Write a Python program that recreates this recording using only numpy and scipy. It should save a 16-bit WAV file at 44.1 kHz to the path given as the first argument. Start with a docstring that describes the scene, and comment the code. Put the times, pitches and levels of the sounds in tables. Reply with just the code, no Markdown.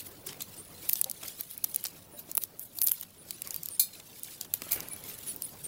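"""A crisp rustle of dry pine cones comes first, close to the microphone, over a wooden table outdoors.
Hands wind thin wire around the cones and a twig: scale edges drag, catch and let go with a snap.
Thin high tones flicker and faint pings ring; once the wire springs loose with a twang.
Soft wooden knocks and the brush of an arm sound just as near, with quiet open air behind them."""
import sys
import numpy as np
from scipy import signal
from scipy.fft import rfft, irfft, next_fast_len
from scipy.io import wavfile
from scipy.ndimage import uniform_filter1d, map_coordinates

SR = 44100
rng = np.random.default_rng(int(sys.argv[2]) if len(sys.argv) > 2 else 0)


def transcribe(u):
    """Save the signal u as a 16-bit wav file named by the first command-line argument.

    u: samples, shape (n,) or (channels, n), limited to [-1, 1]; the rate is SR.
    q: integer samples, one column per channel.
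    """
    v = np.clip(np.atleast_2d(u).T, -1, 1)
    q = np.round(v * 32767).astype(np.int16)
    wavfile.write(sys.argv[1], SR, q)


N = 250047
TIME = np.arange(N) / SR


def amp(db):
    """Decibels to gain."""
    return 10 ** (np.asarray(db) / 20)


def unit(x):
    """Scale to rms 1."""
    return x / np.sqrt(np.mean(x ** 2) + 1e-20)


def colour(x, spectrum):
    """Shape x by a spectrum (f/Hz, level/dB), at rms 1."""
    hz, db = np.transpose(spectrum)
    size = next_fast_len(N + 8192)
    grid = np.fft.rfftfreq(size, 1 / SR)
    gain = amp(np.interp(np.log(grid + 1), np.log(hz), db))
    return unit(irfft(rfft(x, size) * gain, size)[:N])


def band(x, lo_hz, hi_hz):
    """Causal second-order band-pass."""
    size = next_fast_len(len(x) + 1024)
    warp = lambda hz: np.tan(np.pi * np.minimum(hz / SR, .49))
    w, lo, hi = warp(np.fft.rfftfreq(size, 1 / SR)), warp(lo_hz), warp(hi_hz)
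    s = 1j * (w * w - lo * hi) / ((hi - lo) * w + 1e-9)
    return irfft(rfft(x, size) / (s * s + np.sqrt(2) * s + 1), size)[:len(x)]


def wobble(rate):
    """A smooth random curve, rate knots a second."""
    return map_coordinates(rng.standard_normal(int(N * rate / SR) + 4), [TIME * rate], order=2)


def add(track, s, sound):
    """Mix a sound into the track at time s."""
    part = track[max(0, round(s * SR)):][:len(sound)]
    part += sound[:len(part)]


def swells(strokes):
    """Envelope of strokes, each growing to a peak at time s and dying away."""
    t = TIME[::32]
    power = sum(amp(db - 60 * np.maximum((s - t) / rise, (t - s) / t60)) ** 2
                for s, db, rise, t60 in strokes)
    return np.interp(TIME, t, np.sqrt(power))


def grains(rate, spread_db, smooth):
    """Tiny slips of uneven size, rate a second, over a smooth hiss."""
    size = amp(spread_db * np.minimum(rng.exponential(size=N), 3))
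    slips = (rng.random(N) < rate / SR) * size * rng.choice([-1, 1], N)
    return unit(slips) + smooth * rng.standard_normal(N)


def patchy(x, depth_db, size):
    """Brief narrow resonances come and go above the bass: random gains over time and frequency."""
    hz, _, spectra = signal.stft(x, SR, nperseg=size)
    patches = uniform_filter1d(rng.standard_normal(spectra.shape), size=3, axis=0)
    patches = unit(uniform_filter1d(patches, size=3, axis=1))
    depth = depth_db * np.minimum(hz / 350, 1)[:, None]
    return unit(signal.istft(spectra * amp(depth * patches), nperseg=size)[1][:N])


def wavering_tone(hz, t):
    """A sine whose pitch wanders slightly."""
    drift_hz = 7 * unit(band(rng.standard_normal(len(t)), 12, 120))
    return np.sin(2 * np.pi * (np.cumsum(hz + drift_hz) / SR + rng.random()))


# Spectrum of the open air around the table: (f/Hz, level/dB)
AIR_SPECTRUM = [(20, -6), (45, -5), (72, -2), (95, 7.5), (125, 2.5), (155, 4.5), (200, 2), (320, 0),
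                (600, -4.5), (1100, -10.5), (2500, -18), (10000, -27.5), (15600, -8.5), (16300, -19)]
# Its slow rise and fall at the microphone: (t/s, level/dB)
AIR_LEVELS = [(0, -53.5), (.7, -53.5), (1.2, -58.5), (2.2, -55.5), (2.6, -58.5), (4.4, -57.5), (5.0, -54.5),
              (5.67, -53.5)]
def outdoor_air(swing_db=1):
    """Quiet air behind the hands: a soft low rumble under a slightly restless hiss."""
    air = colour(patchy(rng.standard_normal(N), depth_db=3, size=1024), AIR_SPECTRUM)
    rumble = band(air, 14, 340)
    hiss = (air - rumble) * amp(swing_db * wobble(18))
    level_db = np.interp(TIME, *np.transpose(AIR_LEVELS)) + .52 * wobble(11)
    return amp(level_db) * (rumble + hiss)


# Spectrum of rubbing skin: (f/Hz, level/dB)
SKIN_SPECTRUM = [(40, -6), (80, 4), (150, 6.5), (400, 1.5), (800, -2.5), (1500, -4.5), (2300, -2),
                 (4000, -16), (9000, -29)]
# The arm passing close to the microphone: (peak t/s, level/dB, 60 dB rise/s, t60/s)
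BRUSHES = [(.3, -52, .26, 0.45), (.85, -54, .3, 0.31), (1.24, -50.5, .15, .3), (1.40, -53, .07, 0.1),
           (3.46, -54, .2, .6), (4.77, -43.5, .55, 0.65), (5.08, -54, .7, .9)]
def arm_brushes():
    """Skin of the hand and arm brushes past with a dull rub."""
    friction = patchy(grains(rate=500, spread_db=6, smooth=1.86), depth_db=3.5, size=512)
    return swells(BRUSHES) * colour(friction, SKIN_SPECTRUM)


# Modes of the wood: (ratio to the pitch, level/dB)
WOOD_MODES = [(1, -3.5), (1.17, -6.5), (1.75, -2.5), (2.02, -0.5), (3.1, -6.5), (4.2, -2)]
# Dull knocks of twig and stick close by over the table, and the brief thud of a cone's core under some snaps:
# (t/s, level/dB, f/Hz, t60/s)
KNOCKS = [(.268, -41.5, 379, 0.12), (1.056, -43, 528, .12), (1.06, -44.5, 778, .12),
          (1.228, -43, 658, 0.051), (1.013, -38, 420, .012), (1.645, -41, 400, .012),
          (2.13, -46, 590, 0.17), (2.288, -45, 325, 0.075), (2.377, -35, 234, 0.018),
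          (2.3772, -30, 640, .009), (3.58, -45, 163, 0.13), (4.619, -32.5, 640, 0.016),
          (4.62, -40, 244, 0.04), (4.667, -43, 310, .03), (4.925, -48, 250, .12), (4.985, -46, 183, .16),
          (5.62, -47, 155, .14)]
def wood_knocks():
    """Wood bumps wood; a slow, soft contact hardly wakes the upper modes."""
    out, t = np.zeros(N), np.arange(SR // 4) / SR
    for s, db, hz, t60 in KNOCKS:
        attack_s = .0045 * (t60 / .1) ** 2  # longer knocks start much more softly
        softness = attack_s / .0015
        ring = sum(amp(level) * ratio ** -softness * np.sin(2 * np.pi * (hz * ratio * t + rng.random()))
                   for ratio, level in WOOD_MODES)
        noise = .27 * unit(band(rng.standard_normal(len(t)), hz / 2, hz * 4.6))
        envelope = amp(db - 60 * t / t60) * (1 - np.exp(-t / attack_s))
        add(out, s, envelope * (unit(ring) + noise))
    return out


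# Faint, brief ringing tones between 2 and 5 kHz: (t/s, relative level/dB, f/Hz, t60/s)
PINGS = [(.288, -52, 3120, .08), (0.402, -51, 4090, .14), (.739, -56, 4080, .1), (2.172, -55, 3900, .11),
         (3.57, -54, 4700, .11), (3.93, -53, 4050, .13), (4.708, -49, 2330, .14), (4.709, -46, 4150, .09),
         (4.90, -57, 2310, .25)]
def faint_pings():
    """A beating pair of tones and a weak upper one ring briefly and die away."""
    out, t = np.zeros(N), np.arange(SR // 4) / SR
    for s, db, hz, t60 in PINGS:
        pair = wavering_tone(hz, t) + .7 * wavering_tone(hz + rng.uniform(29, 100), t)
        upper = .4 * wavering_tone(hz * rng.uniform(1.8, 1.9), t)
        envelope = amp(db + 6.5 - 60 * t / t60) * (1 - np.exp(-t / .004))
        add(out, s, envelope * unit(pair + upper))
    return out


LOW_TONE_HZ, HIGH_TONE_HZ = 8810, 9950
# Short, thin tones high in the treble: (t/s, length/s, low tone level/dB, high tone level/dB)
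THIN_TONES = [(0.569, 0.058, -47, -50), (1.48, .08, -66, -55), (2.103, 0.095, -62, -56),
              (3.16, 0.09, -63, -56), (3.32, .06, -66, -53), (3.69, 0.09, -44, -47),
              (4.897, 0.063, -53, -41.5), (5.26, 0.068, -57, -36), (5.424, 0.046, -43, -39),
              (5.634, .04, -38, -48)]
def thin_tones():
    """Two thin high tones swell and fade together, flickering in pitch and level."""
    out = np.zeros(N)
    for s, length, *levels in THIN_TONES:
        n = int(length * SR)
        for hz, db in zip((LOW_TONE_HZ, HIGH_TONE_HZ), levels):
            drift_hz = 65 * unit(band(rng.standard_normal(SR // 4), 19, 130)[:n])
            phase = 2 * np.pi * np.cumsum(hz + drift_hz) / SR
            flicker = amp(2.9 * unit(band(rng.standard_normal(SR // 4), 26, 260)[:n]))
            add(out, s, amp(db) * signal.windows.tukey(n, .7) * unit(flicker * np.sin(phase)))
    return out


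# How hard wire and fingers slide over the cones; whistle, ticks and rustle follow it: (t/s, level/dB)
SLIDING = [(0, -66), (.2, -63), (.5, -58), (.73, -60), (.87, -49), (1.17, -57), (1.33, -56), (1.6, -55),
           (1.84, -50), (2.08, -62), (2.55, -65), (2.7, -63), (2.97, -56), (3.15, -66), (3.4, -56),
           (3.68, -55), (3.92, -58), (4.1, -58), (4.32, -49.5), (4.5, -63), (4.8, -47), (5.0, -52),
           (5.2, -52), (5.6, -57)]
def sliding_db(s):
    """Level of the steady sliding at time s."""
    return np.interp(s, *np.transpose(SLIDING))


def thin_whistle():
    """A thin, wavering whistle at the high tone rises and falls with the sliding."""
    tone = band(rng.standard_normal(N), HIGH_TONE_HZ - 90, HIGH_TONE_HZ + 90)
    return amp(sliding_db(TIME) - 8) * unit(tone * amp(4 * wobble(12)))


# Modes of the freed wire: (f/Hz, relative level/dB, t60/s)
WIRE_MODES = [(2390, -15, 0.22), (3680, -11, .24), (4130, -5, 0.14), (4260, -9.5, 0.28), (5060, -12, 0.28),
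              (6132, -8, 0.18), (7031, -12, 0.18), (7472, -5, 0.14), (7817, -7.5, 0.22), (9377, 4, .14),
              (9714, -2, 0.16), (10078, -4, 0.16), (10815, -1, 0.14), (11095, 3, 0.12), (11758, -5, .16),
              (12560, 6, 0.1), (12980, -3, 0.17), (14258, 4, 0.14), (14632, -2, 0.16), (15200, -2, .18)]
# Spectrum of the wire chattering on the scales: (f/Hz, level/dB)
CHATTER_SPECTRUM = [(1000, -34), (3100, -26), (3700, -10), (4200, -2), (5400, -17), (6500, -10), (9000, -9),
                    (11500, -2), (15600, -4), (16300, -30)]
def wire_twang(s, ring_db, chatter_db):
    """The wire springs loose and rings, slaps the cone a moment later and chatters against it."""
    out, t = np.zeros(N), np.arange(SR // 2) / SR
    # The changing bend of the wire pulls its modes about.
    ring = sum(amp(level - 60 * t / t60) * wavering_tone(hz, t) for hz, level, t60 in WIRE_MODES)
    chatter = colour(rng.standard_normal(N), CHATTER_SPECTRUM)[:len(t)] * amp(-60 * t / .15)
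    attack = 1 - np.exp(-t / .00052)
    slap = scale_slip(length=.002, levels=[-18, -28, -45, -55], hz=7500)
    add(out, s, attack * (amp(ring_db) * ring + amp(chatter_db) * chatter))
    add(out, s + LEAD_IN_S, slap)
    return out


def edge_grit(count=3000, middle_hz=4900, ring_cycles=5):
    """Hundreds of tiny scale edges a second, each ringing for a few cycles at its own pitch."""
    t = np.arange(SR // 200) / SR
    hz = middle_hz * np.exp(.4 * np.clip(rng.standard_normal((count, 1)), -2, 2))
    sizes = amp(4 * rng.standard_normal((count, 1)))
    rings = sizes * np.sin(2 * np.pi * hz * t) * np.exp(-hz * t / ring_cycles)
    where = rng.integers(0, N, (count, 1)) + np.arange(len(t))
    return unit(np.bincount(where.ravel(), rings.ravel(), N)[:N])


# Spectra of rubbed cones at close range, the crisp part and the lower one: (f/Hz, level/dB)
FIZZ_SPECTRUM = [(4000, -57), (8000, -14), (10500, -1.5), (13000, 4), (15600, 4.5), (16300, -63)]
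SCRAPE_SPECTRUM = [(500, -22), (1400, -6), (2100, -5.5), (3100, -1), (4100, 1), (5500, 0), (8000, -.5),
                   (11000, -3), (15000, -38)]
# Quick strokes over the cones: (peak t/s, fizz level/dB, scrape level/dB, 60 dB rise/s, t60/s)
STROKES = [(0.005, -39, -43.5, .07, .1), (0.063, -43, -48, .1, 0.1), (0.283, -52, -44, .12, 0.25),
           (0.409, -53, -45, .08, 0.16), (.56, -55, -55, .3, .35), (.85, -52, -50, .2, .12),
           (0.91, -39, -52, .12, 0.28), (.975, -40, -49, .25, 0.22), (1.249, -45.5, -46, .25, 0.3),
           (1.401, -42, -47.5, .14, 0.2), (1.53, -46, -56, .25, 0.17), (1.714, -40, -55, .2, 0.05),
           (1.855, -47, -43, .04, .08), (2.192, -45, -57, .1, 0.14), (2.297, -52, -57.5, .13, 0.19),
           (2.385, -37.5, -63, .1, 0.14), (2.422, -38, -47, .07, .1), (2.615, -43.5, -61, .12, 0.25),
           (2.775, -42, -56, .15, .1), (2.84, -29, -70, .15, 0.2), (2.882, -31, -44, .08, 0.12),
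           (2.922, -33, -68, .02, .14), (3.027, -49, -53, .08, 0.12), (3.555, -44, -51, .3, 0.35),
           (3.935, -60, -51, .02, 0.45), (4.424, -51, -50, .1, 0.21), (4.545, -37, -47, .03, 0.13),
           (4.69, -47, -51, .3, .1), (4.711, -27, -37, .012, 0.13), (4.733, -31, -42.5, .05, .11),
           (5.085, -47, -51, .15, .4), (5.29, -43, -50, .2, 0.3), (5.45, -44, -56.5, .15, 0.31),
           (5.65, -44, -49, .08, 0.12)]
def cone_rustle(light_slide_db=-56):
    """Sliding and strokes drag over many resonant scale edges: a crisp fizz and a lower scrape."""
    slips = grains(rate=2500, spread_db=4.3, smooth=1.1) * amp(2.4 * wobble(110) + 1.6 * wobble(25))
    slips = patchy(slips, depth_db=4.6, size=768)
    slide_db = sliding_db(TIME) + 2.6 * wobble(13)  # the grip tightens and slackens
    # Harder sliding is brighter: the scrape grows more slowly than the fizz.
    drag_db = light_slide_db + .77 * (slide_db - light_slide_db)
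    fizz_strokes = swells([(s, db, rise, t60) for s, db, _, rise, t60 in STROKES])
    scrape_strokes = swells([(s, db, rise, t60) for s, _, db, rise, t60 in STROKES])
    fizz_gain = np.hypot(fizz_strokes, amp(slide_db - 2.5))
    scrape_gain = amp(.3) * np.hypot(scrape_strokes, amp(drag_db - 2.7))
    grit = amp(-6) * patchy(edge_grit(), depth_db=4, size=1024)
    scrape = colour(slips, SCRAPE_SPECTRUM) + grit
    return fizz_gain * colour(slips, FIZZ_SPECTRUM) + scrape_gain * scrape


def scale_rattle(x, share, decay_s=.0017):
    """The sound runs on through the nearby scales as a short, dense shiver."""
    t = np.arange(SR // 100) / SR
    shiver = rng.standard_normal(len(t)) * np.exp(-t / decay_s)
    return x + share * signal.fftconvolve(x, shiver / np.linalg.norm(shiver))[:len(x)]


def scale_ring(burst, hz, decay_s=.0012):
    """A burst sets one mode of a stiff scale ringing briefly."""
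    t = np.arange(len(burst)) / SR
    mode = np.sin(2 * np.pi * hz * t) * np.exp(-t / decay_s)
    return unit(signal.fftconvolve(burst, mode)[:len(t)])


LEAD_IN_S = .001  # a faint, brief rise just before each snap
# Crack, body, woody part and core of a snap: (low f/Hz, high f/Hz, gain/dB, share of rattle)
SNAP_BANDS = [(10300, 16600, 0, .35), (4200, 10000, -1, 1.05), (2100, 4200, -1.5, .7), (450, 2200, -9, .3)]
def scale_slip(length, levels, hz, slips_per_s=900):
    """One slip, or a run of them over length seconds, rings a scale; levels weight its four bands."""
    t = np.arange(SR // 30) / SR - LEAD_IN_S
    starts, sizes = rng.random((2, 16, 1))
    count = 1 + int(length * slips_per_s)
    since = t - length * starts[:count]
    release = np.exp(-np.abs(since) / .0002) * np.where(since < 0, .25, 1)
    tail = .06 * (since > 0) * np.exp(-np.abs(since) / .0016)
    envelope = ((.5 + sizes[:count]) * (release + tail)).sum(axis=0)
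    burst = envelope * rng.standard_normal(len(t))
    tip_hz = rng.uniform(10500, 15500)  # the high note of the scale's tip
    sound = unit(burst) + .24 * scale_ring(burst, hz) + .22 * scale_ring(burst, tip_hz)
    out = np.zeros(len(t))
    for level, (lo, hi, gain, share) in zip(levels, SNAP_BANDS):
        part = band(band(scale_rattle(sound, share), lo, hi), lo, hi)
        out += amp(level + gain) * unit(part)
    return out * np.sqrt(.003 * SR / len(t))  # the energy of those levels held for 3 ms


def slipping_scales(rows):
    """Stiff scales catch and let go, and the core of the cone answers weakly."""
    out = np.zeros(N)
    for s, length, crack_db, body_db, woody_db, hz in rows:
        add(out, s - LEAD_IN_S, scale_slip(length, [crack_db, body_db, woody_db, woody_db], hz))
    return out


def scale_ticks(per_s=12, scatter_db=5):
    """Small scales flick at random, as hard as the hands are sliding."""
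    gap, strength, pitch = rng.random((200, 3)).T
    times = np.cumsum(.3 + 1.4 * gap) / per_s
    levels = sliding_db(times) + 5 + scatter_db * np.sqrt(3) * (2 * strength - 1)
    ticks = zip(times, levels, 3000 + 5000 * pitch)
    return slipping_scales((s, 0, db, db - 9, db - 22, hz) for s, db, hz in ticks if s < N / SR)


# Close scratches, before the band gains: (t/s, length/s, crack, body and woody level/dB, f/Hz)
SCRATCHES = [(0.265, 0.009, -31.5, -37.0, -43.5, 3540.0), (0.286, 0.008, -47.0, -37.0, -41.5, 5380.0),
             (0.325, 0.006, -45.0, -46.5, -44.0, 3090.0), (0.405, 0.008, -42.0, -35.5, -39.0, 4060.0),
             (0.418, 0.005, -30.0, -35.0, -45.5, 4120.0), (1.229, 0.008, -39.5, -37.5, -40.5, 3420.0),
             (1.279, 0.006, -35.5, -35.0, -49.0, 5320.0), (3.026, 0.011, -39.0, -40.0, -45.5, 3850.0),
             (3.998, 0.004, -50.0, -44.0, -46.5, 4080.0), (4.243, 0.005, -46.0, -42.5, -59.5, 4530.0),
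             (4.447, 0.005, -48.0, -46.0, -49.0, 2910.0)]
def scale_scratches():
    """A scale scratches over its neighbours in a quick run of slips."""
    return slipping_scales(SCRATCHES)


# Snaps right at the microphone, before the band gains: (t/s, crack, body and woody level/dB, f/Hz)
SNAPS = [(0.8915, -24.0, -41.0, -50.5, 3560.0), (0.8954, -20.0, -29.0, -36.0, 3100.0),
         (0.9315, -27.5, -31.0, -49.0, 5020.0), (0.9333, -17.5, -35.5, -43.5, 7160.0),
         (0.9389, -33.0, -38.5, -59.0, 5570.0), (0.9562, -36.5, -31.5, -42.0, 6220.0),
         (1.0142, -17.0, -33.0, -42.5, 3230.0), (1.0429, -27.0, -27.5, -52.0, 7440.0),
         (1.0984, -31.5, -34.5, -58.5, 7900.0), (1.1132, -29.5, -34.0, -55.5, 8240.0),
         (1.409, -27.0, -42.5, -55.5, 6550.0), (1.5114, -37.0, -52.0, -59.5, 5400.0),
         (1.5784, -32.5, -49.0, -59.5, 6160.0), (1.6421, -20.5, -31.5, -43.0, 7520.0),
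         (1.6455, -25.5, -30.5, -45.0, 6850.0), (1.7457, -28.5, -33.5, -47.0, 7270.0),
         (1.7605, -20.5, -31.5, -44.5, 4230.0), (1.8404, -27.5, -39.5, -50.5, 5560.0),
         (1.8522, -38.0, -32.0, -37.5, 5380.0), (1.8574, -36.5, -32.0, -39.5, 6920.0),
         (1.8676, -33.5, -36.5, -54.5, 4370.0), (2.3151, -32.0, -35.5, -59.0, 8310.0),
         (2.3522, -25.5, -42.0, -50.5, 3660.0), (2.3715, -21.0, -33.0, -55.5, 8600.0),
         (2.3777, -19.0, -33.5, -38.0, 2990.0), (2.4369, -25.5, -34.5, -49.0, 7540.0),
         (2.5946, -32.5, -42.5, -69.5, 8820.0), (2.7872, -29.0, -34.5, -44.5, 4720.0),
         (2.8168, -19.5, -29.5, -41.5, 4690.0), (2.8235, -23.0, -39.5, -47.0, 6580.0),
         (2.8339, -24.0, -55.5, -77.5, 4110.0), (2.8421, -23.0, -53.5, -77.0, 7670.0),
         (2.8672, -24.5, -33.5, -47.5, 7470.0), (2.8723, -18.0, -29.5, -43.0, 7380.0),
         (2.8843, -26.5, -29.5, -42.5, 6140.0), (2.8933, -26.5, -33.5, -49.5, 7860.0),
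         (2.9149, -30.5, -38.0, -40.0, 3570.0), (2.918, -18.0, -38.5, -42.5, 3640.0),
         (3.0116, -31.0, -47.5, -58.5, 4840.0), (3.3078, -29.5, -33.5, -44.5, 4670.0),
         (3.4197, -29.5, -37.0, -43.5, 3010.0), (3.4737, -36.0, -38.5, -57.0, 5460.0),
         (3.5073, -33.5, -32.0, -52.5, 7310.0), (3.5433, -30.5, -39.5, -52.5, 5680.0),
         (3.5626, -28.5, -42.0, -50.5, 4040.0), (3.6332, -32.5, -37.0, -61.5, 7520.0),
         (3.6588, -30.5, -36.5, -57.5, 7110.0), (3.6871, -32.0, -39.5, -56.5, 5760.0),
         (4.2342, -31.0, -42.0, -65.0, 8990.0), (4.4118, -32.0, -31.0, -50.5, 7450.0),
         (4.5382, -25.0, -32.5, -38.5, 3920.0), (4.5396, -22.0, -31.5, -50.5, 4660.0),
         (4.6198, -37.0, -36.5, -39.5, 3040.0), (4.7199, -20.5, -27.5, -48.0, 8990.0),
         (4.73, -25.0, -35.0, -40.5, 4590.0), (4.8047, -34.5, -34.0, -46.0, 6490.0),
         (5.3622, -34.0, -50.0, -63.5, 5730.0), (5.4215, -29.0, -34.5, -47.5, 5600.0)]
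def scale_snaps(neighbour_s=.005, neighbour_db=-16):
    """A scale lets go in one slip; scales overlap, so a weaker snap comes just before or after."""
    snaps = slipping_scales((s, 0, *levels, hz) for s, *levels, hz in SNAPS)
    shifts = neighbour_s * rng.uniform(-1, 1, len(SNAPS))
    neighbours = slipping_scales((s + shift, 0, *np.add(levels, neighbour_db), hz)
                                 for shift, (s, *levels, hz) in zip(shifts, SNAPS))
    return snaps + neighbours


def scene():
    """One microphone close to the hands, everything dry, the open air behind."""
    cones = scale_snaps() + scale_scratches() + cone_rustle()
    tones = thin_tones() + thin_whistle() + faint_pings()
    twang = wire_twang(s=3.795, ring_db=-28.5, chatter_db=-20.5)
    return (cones + tones + twang + wood_knocks() + arm_brushes() + outdoor_air() + scale_ticks())[None]


def record(dry):
    """The recorder keeps nothing above its band limit."""
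    taps = signal.firwin(161, cutoff=16500, fs=SR, window=("kaiser", 8))
    return signal.fftconvolve(dry, taps[None], mode="same", axes=1)


dry = scene()
out = record(dry)
transcribe(out)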